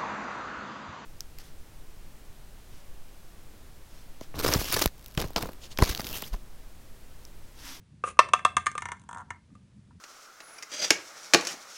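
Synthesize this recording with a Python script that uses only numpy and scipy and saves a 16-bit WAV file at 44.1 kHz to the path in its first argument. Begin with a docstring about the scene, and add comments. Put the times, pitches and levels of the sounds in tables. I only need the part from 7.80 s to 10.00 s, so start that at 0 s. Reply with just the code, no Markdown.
"""In a carpeted room, a hollow plastic ball is pushed through the hole in a wooden toy box's lid.
It scrapes past the rim, lands with a knock, bounces ever faster towards the box's doorway,
then rolls out and chatters across the wooden tray. Each hit makes the wood ring and the ball click.
A few faint taps follow as the hand leaves the box. A quiet, low rumble lies underneath."""
import sys
import numpy as np
from scipy import signal
from scipy.fft import rfft, irfft
from scipy.io import wavfile
from scipy.ndimage import uniform_filter1d

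SR = 44100
rng = np.random.default_rng(int(sys.argv[2]) if len(sys.argv) > 2 else 0)


def persist_wave(psi):
    """Save psi, clipped to +-1, as 16-bit WAV."""
    counts = np.round(np.clip(psi, -1, 1) * 32767).astype(np.int16)
    wavfile.write(sys.argv[1], SR, np.atleast_2d(counts).T)


N = 97020
T = np.arange(SR // 3) / SR  # time since a hit [s]
RIM, BACK, MIDDLE, FRONT, SILL, TRAY = range(6)  # places to hit; BACK to FRONT are on the box's floor

# A "colour" says how strong each pitch is in a noise. A "fade time" is how long a 60 dB drop takes.
# Steady background noise (frequency [Hz], relative level [dB])
ROOM_TONE_COLOUR = [(20, -26), (35, -19.5), (50, -5.5), (85, 0), (190, -12), (270, -16.5), (400, -21.5),
                    (700, -30), (1500, -30.5), (3600, -34), (10500, -41.5)]
# Muffled rumble (time [s], level [dB])
RUMBLE_LEVELS = [(0, -53.5), (.07, -70.5), (.12, -55.5), (.2, -60.5), (.3, -57.5), (.7, -56), (1.1, -58),
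                 (1.38, -55.5), (1.54, -57.5), (1.66, -68), (1.73, -51), (1.92, -64), (1.97, -52),
                 (2.02, -59), (2.2, -54.5)]
# The rumble's colour (frequency [Hz], relative level [dB])
RUMBLE_SPECTRUM = [(30, -30.5), (55, -13), (85, 1), (130, -0.5), (200, -1.5), (270, -10), (400, -28.5),
                   (1000, -50.5)]
# How long the room echoes (frequency [Hz], fade time [s])
ECHO_FADES = [(150, 0.6), (600, 0.52), (1200, 0.16), (2600, 0.25), (6000, 0.15), (10000, 0.3)]
# How strongly it echoes (frequency [Hz], level [dB])
ECHO_LEVELS = [(150, -17.5), (600, -15.5), (820, -17), (1000, -15), (1250, -12.5), (1700, -8),
               (2700, -11.5), (4200, -11), (6000, -10.5), (10000, -18)]
# The wood's own tones (frequency [Hz], fade time [s], then for each of the six places: strength [dB])
WOOD_TONES = [ (87.1, 0.25, -37.5, -34.5, -20, -17, -17, 5),
              (205, 0.018, -37.5, -20.5, -31.5, -39, -31.5, -19),
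              (366.5, 0.028, -24, -17.5, -25, -23, -23, -14.5),
              (508, 0.034, -11, -9.5, -15, -23.5, -29, -22.5),
              (626.6, 0.051, -29, -7, -15, -31, -27, -16.5),
              (726.4, .07, -16, -13.5, -8.5, -12, -26.5, -11),
              (961.4, .055, -28.5, 0.5, -4, -10.5, -14, 6.5), (1086.5, .03, -23, 2.5, 0, -5, -10, -7),
              (1205.6, 0.049, 2.5, 1.5, 3.5, 4, 2.5, -4), (1310.4, 0.099, -18.5, -4, -4, -22.5, -13, -4),
              (1415, 0.028, -19, -12, -17, -14.5, -19.5, -2.5),
              (1589.5, 0.078, -19.5, -19.5, -12, -8, -8.5, -5.5),
              (1786, 0.039, -25, -8.5, -14.5, -12, -9, -1), (2137, .03, -26, -21.5, -16.5, -12.5, -7.5, 1),
              (2418, 0.029, -25.5, -18.5, -23.5, -25, -21.5, -29),
              (2660, 0.054, -17.5, -7.5, -5.5, -8.5, -26.5, -26.5),
              (2844, 0.054, -41, -28.5, -39, -49, -37, -13),
              (3412, .02, -36.5, -24.5, -12.5, -13.5, -28, -19),
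              (5535, 0.029, -53, -21.5, -38.5, -43, -44.5, -40),
              (5916, 0.025, -47, -18.5, -42, -30.5, -31, -16.5)]
# Crowded higher tones that blur into a clatter (frequency [Hz], relative level [dB])
CLATTER_COLOUR = [(60, -40), (200, -23.5), (800, -19), (1300, -12), (2000, 4.5), (3600, 0.5), (4400, -2),
                  (6000, -4.5), (7000, -12), (10500, -21)]
CLATTER_DB = [-25.5, -7, -15.5, -25.5, -17, -15]  # one for each place
# The ball's own tones (frequency [Hz], relative level [dB], fade time [s])
SHELL_TONES = [(4750, -13, 0.01), (5890, -1, 0.012), (6422, 2, 0.017), (6820, -3, 0.015),
               (7420, -2.5, 0.024), (8240, 1.5, 0.015), (9104, -1, 0.014), (10050, -7, 0.0071)]
# Its many short tones that blur into a crack (frequency [Hz], relative level [dB])
CRACK_COLOUR = [(150, -2.5), (500, -8), (1500, 4), (2400, -3), (3400, 0.5), (4500, -14), (6000, -7.5),
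                (8500, -2), (10500, -7)]
# The ball scraping through the hole (time [s], level [dB])
SCRAPE_LEVELS = [(.238, -70.5), (.246, -52.5), (.265, -45.5), (.285, -42), (.298, -46.5), (.318, -52),
                 (.332, -71)]
# The scrape's hiss (frequency [Hz], relative level [dB])
SCRAPE_COLOUR = [(400, -7), (520, 4), (800, -9.5), (1200, 5.5), (1800, -4), (2650, 4.5), (3200, -6),
                 (4700, -16.5), (6200, -4.5), (8300, -5.5), (9400, 0.5), (10800, -8)]
# The ball rolling on the tray (time [s], level before filtering [dB])
ROLL_LEVELS = [(.9, -84), (.98, -64), (1.13, -43.5), (1.19, -65), (1.28, -67.5), (1.42, -64.5),
               (1.5, -62.5), (1.56, -54.5), (1.64, -101.5)]
# The ball bumping over its own holes (time [s], wood gain [dB], click gain [dB])
ROLL_BUMPS = [ (1.1685, -60.5, -60.5), (1.196, -71, -52.5), (1.2163, -68.5, -52.5), (1.237, -61, -57.5),
              (1.2899, -36.5, -41), (1.3109, -38, -47), (1.3293, -37, -42.5), (1.3462, -38.5, -43.5),
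              (1.3600, -36, -62), (1.3719, -36, -47.5), (1.3828, -39.5, -46.5), (1.3920, -41, -56),
              (1.4000, -37.5, -56), (1.4070, -41, -54), (1.4151, -44.5, -57), (1.4187, -44, -75),
              (1.4260, -55.5, -72.5), (2.1070, -56.5, -82)]
# Knocks and taps (time [s], place, wood gain [dB], click gain [dB])
HITS = [ (.2384, RIM, -14.5, -47), (0.2747, RIM, -26, -61), (0.3704, RIM, -41.5, -65.5),
        (.3900, BACK, -4.5, -21), (0.3945, SILL, -27.5, -28), (.4870, BACK, -36.5, -43.5),
        (0.5347, MIDDLE, -8.5, -18), (.5920, SILL, -29, -50), (.6497, MIDDLE, -9, -20.5),
        (.7675, FRONT, -12, -19.5), (.7790, TRAY, -34, -45), (0.8597, SILL, -31, -32),
        (0.8665, SILL, -14, -19.5), (0.915, SILL, -45, -39), (0.9524, RIM, -24, -42.5),
        (.9790, SILL, -24, -28), (1.0070, TRAY, -59, -47), (1.021, TRAY, -32.5, -34),
        (1.0553, TRAY, -31.5, -35.5), (1.087, TRAY, -36, -43.5), (1.118, TRAY, -33, -33),
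        (1.5048, TRAY, -32.5, -38), (1.703, RIM, -64.5, -92.5), (1.7524, RIM, -46.5, -60)]


def amp(db):
    """Turns decibels into a number to multiply by."""
    return 10 ** (np.asarray(db) / 20)


def unit(x):
    """Scales a sound to an average (rms) size of one."""
    return x / np.sqrt(np.mean(x ** 2) + 1e-20)


def read(table, hz):
    """Looks up a value by pitch, sliding smoothly between rows."""
    row_hz, value = np.transpose(table)
    return np.interp(np.log(hz + 1), np.log(row_hz + 1), value)


def level(table):
    """A volume curve from rows of (time [s], level [dB]); silent outside them."""
    return amp(np.interp(np.arange(N) / SR, *np.transpose(table), left=-140, right=-140))


def noise(colour, size):
    """Noise of the given colour."""
    gains = amp(read(colour, np.fft.rfftfreq(size, 1 / SR)))
    return unit(irfft(rfft(rng.standard_normal(size)) * gains, size))


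def add(mix, start_s, sound):
    """Mixes a sound in at the given time."""
    part = mix[round(start_s * SR):][:len(sound)]
    part += sound[:len(part)]


def low_pass(x, hz):
    """Cuts away the sound above a frequency."""
    taps = signal.firwin(301, hz, window=("kaiser", 7), fs=SR)
    return signal.oaconvolve(x, taps[None], "same")


def background():
    """Quiet room noise, microphone hiss and an uneven low rumble."""
    room_tone = amp(-60.5) * noise(ROOM_TONE_COLOUR, N)
    hiss = amp(-81) * rng.standard_normal(N)
    return room_tone + hiss + level(RUMBLE_LEVELS) * noise(RUMBLE_SPECTRUM, N)


def room(x, near_db=-16, near_fade_s=.061):
    """Adds quick echoes off the tray, the child and a chest of drawers, then a short, soft tail."""
    t = np.arange(SR // 2) / SR
    near, far = rng.choice([-1., 1.], (2, len(t))) * (rng.random((2, len(t))) < .12)  # scattered echoes
    near = near * amp(-60 * t / near_fade_s) * (t > .003)
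    hz, when, bands = signal.stft(far * np.clip(t / .014, 0, 1) ** 2, SR, nperseg=256)
    fade_s = read(ECHO_FADES, hz)[:, None]
    bands *= amp(read(ECHO_LEVELS, hz)[:, None] - 60 * when / fade_s)
    bands *= np.sqrt(2 * np.log(1000) / (fade_s * SR * np.mean(far ** 2)))  # long fades add no energy
    tail = signal.istft(bands, SR, nperseg=256)[1][:len(t)]
    return x + signal.fftconvolve(x, tail + amp(near_db) * near / np.linalg.norm(near))[:N]


def wood_ring(place, clatter_fade_s=.035, clatter_rise_s=.0019):
    """Struck wood clatters and rings with many tones; the mix depends on where it is hit."""
    clatter_shape = amp(CLATTER_DB[place] - 60 * T / clatter_fade_s) * (1 - np.exp(-T / clatter_rise_s))
    ring = clatter_shape * noise(CLATTER_COLOUR, len(T))
    typical_fade_s = np.median([row[1] for row in WOOD_TONES])
    for k, (hz, fade_s, *place_db) in enumerate(WOOD_TONES):
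        rise_s = .00024 + .64 / hz  # low tones swell more slowly
        swell = 1 - np.exp(-(T / rise_s) ** 2)
        db = place_db[place] + .5 * rng.standard_normal()  # no two spots ring alike
        height = (-1) ** k * amp(db) * typical_fade_s / fade_s  # neighbours start in opposite directions
        ring += height * swell * amp(-60 * T / fade_s) * np.sin(2 * np.pi * hz * T)
    return ring


def ball_click(crack_fade_s=.024, rise_s=.00019):
    """The ball's shell rings briefly over a dry crack, a little differently each time as it turns."""
    hz, db, fade_s = np.transpose(SHELL_TONES)[:, :, None]
    louder, detune, phase = rng.standard_normal((3, len(SHELL_TONES), 1))
    height = amp(db + 1.5 * louder)
    tones = np.sin(2 * np.pi * (hz * (1 + .0085 * detune) * T + phase))
    shell = height / np.linalg.norm(height) * amp(-60 * T / fade_s) * tones
    crack = amp(-2 - 60 * T / crack_fade_s) * noise(CRACK_COLOUR, len(T))
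    return (shell.sum(0) + crack) * (1 - np.exp(-T / rise_s))


def scrape(grain_db=3, ring_db=2):
    """The ball rubs past the rim with a grainy hiss and sets the lid ringing."""
    volume = level(SCRAPE_LEVELS)
    grain = amp(grain_db * unit(uniform_filter1d(rng.standard_normal(N), size=60)))
    rim = wood_ring(RIM)
    ring = signal.fftconvolve(volume * rng.standard_normal(N), rim / np.linalg.norm(rim))[:N]
    return volume * unit(noise(SCRAPE_COLOUR, N) * grain) + amp(ring_db) * ring


def roll(band_hz=(410, 1713)):
    """The rolling ball keeps the tray murmuring and bumps softly over its own holes."""
    jolts = rng.laplace(size=N)
    tray = level(ROLL_LEVELS) * unit(signal.fftconvolve(jolts, wood_ring(TRAY))[:N])
    clicks = np.zeros(N)
    for start_s, wood_db, click_db in ROLL_BUMPS:
        add(tray, start_s, amp(wood_db) * wood_ring(TRAY))
        add(clicks, start_s, amp(click_db) * ball_click())
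    # A light touch leaves the wood's lowest and highest tones still.
    soft = signal.butter(4, band_hz, "bandpass", fs=SR, output="sos")
    return signal.sosfiltfilt(soft, tray) + clicks


def knocks():
    """Every hit makes the wood ring and the ball click."""
    mix = np.zeros(N)
    for start_s, place, wood_db, click_db in HITS:
        add(mix, start_s, amp(wood_db) * wood_ring(place) + amp(click_db) * ball_click())
    return mix


def scene():
    """The toy in its room, over the background, in one channel."""
    return (room(knocks() + scrape() + roll()) + background())[None]


def record(dry, hardness=14.5):
    """The microphone misses the highest treble and slightly squashes the loudest knock."""
    mic = low_pass(dry, hz=10550)
    squashed = mic / (1 + abs(mic) ** hardness) ** (1 / hardness)
    return low_pass(squashed, hz=15760)


dry = scene()
out = record(dry)
persist_wave(out)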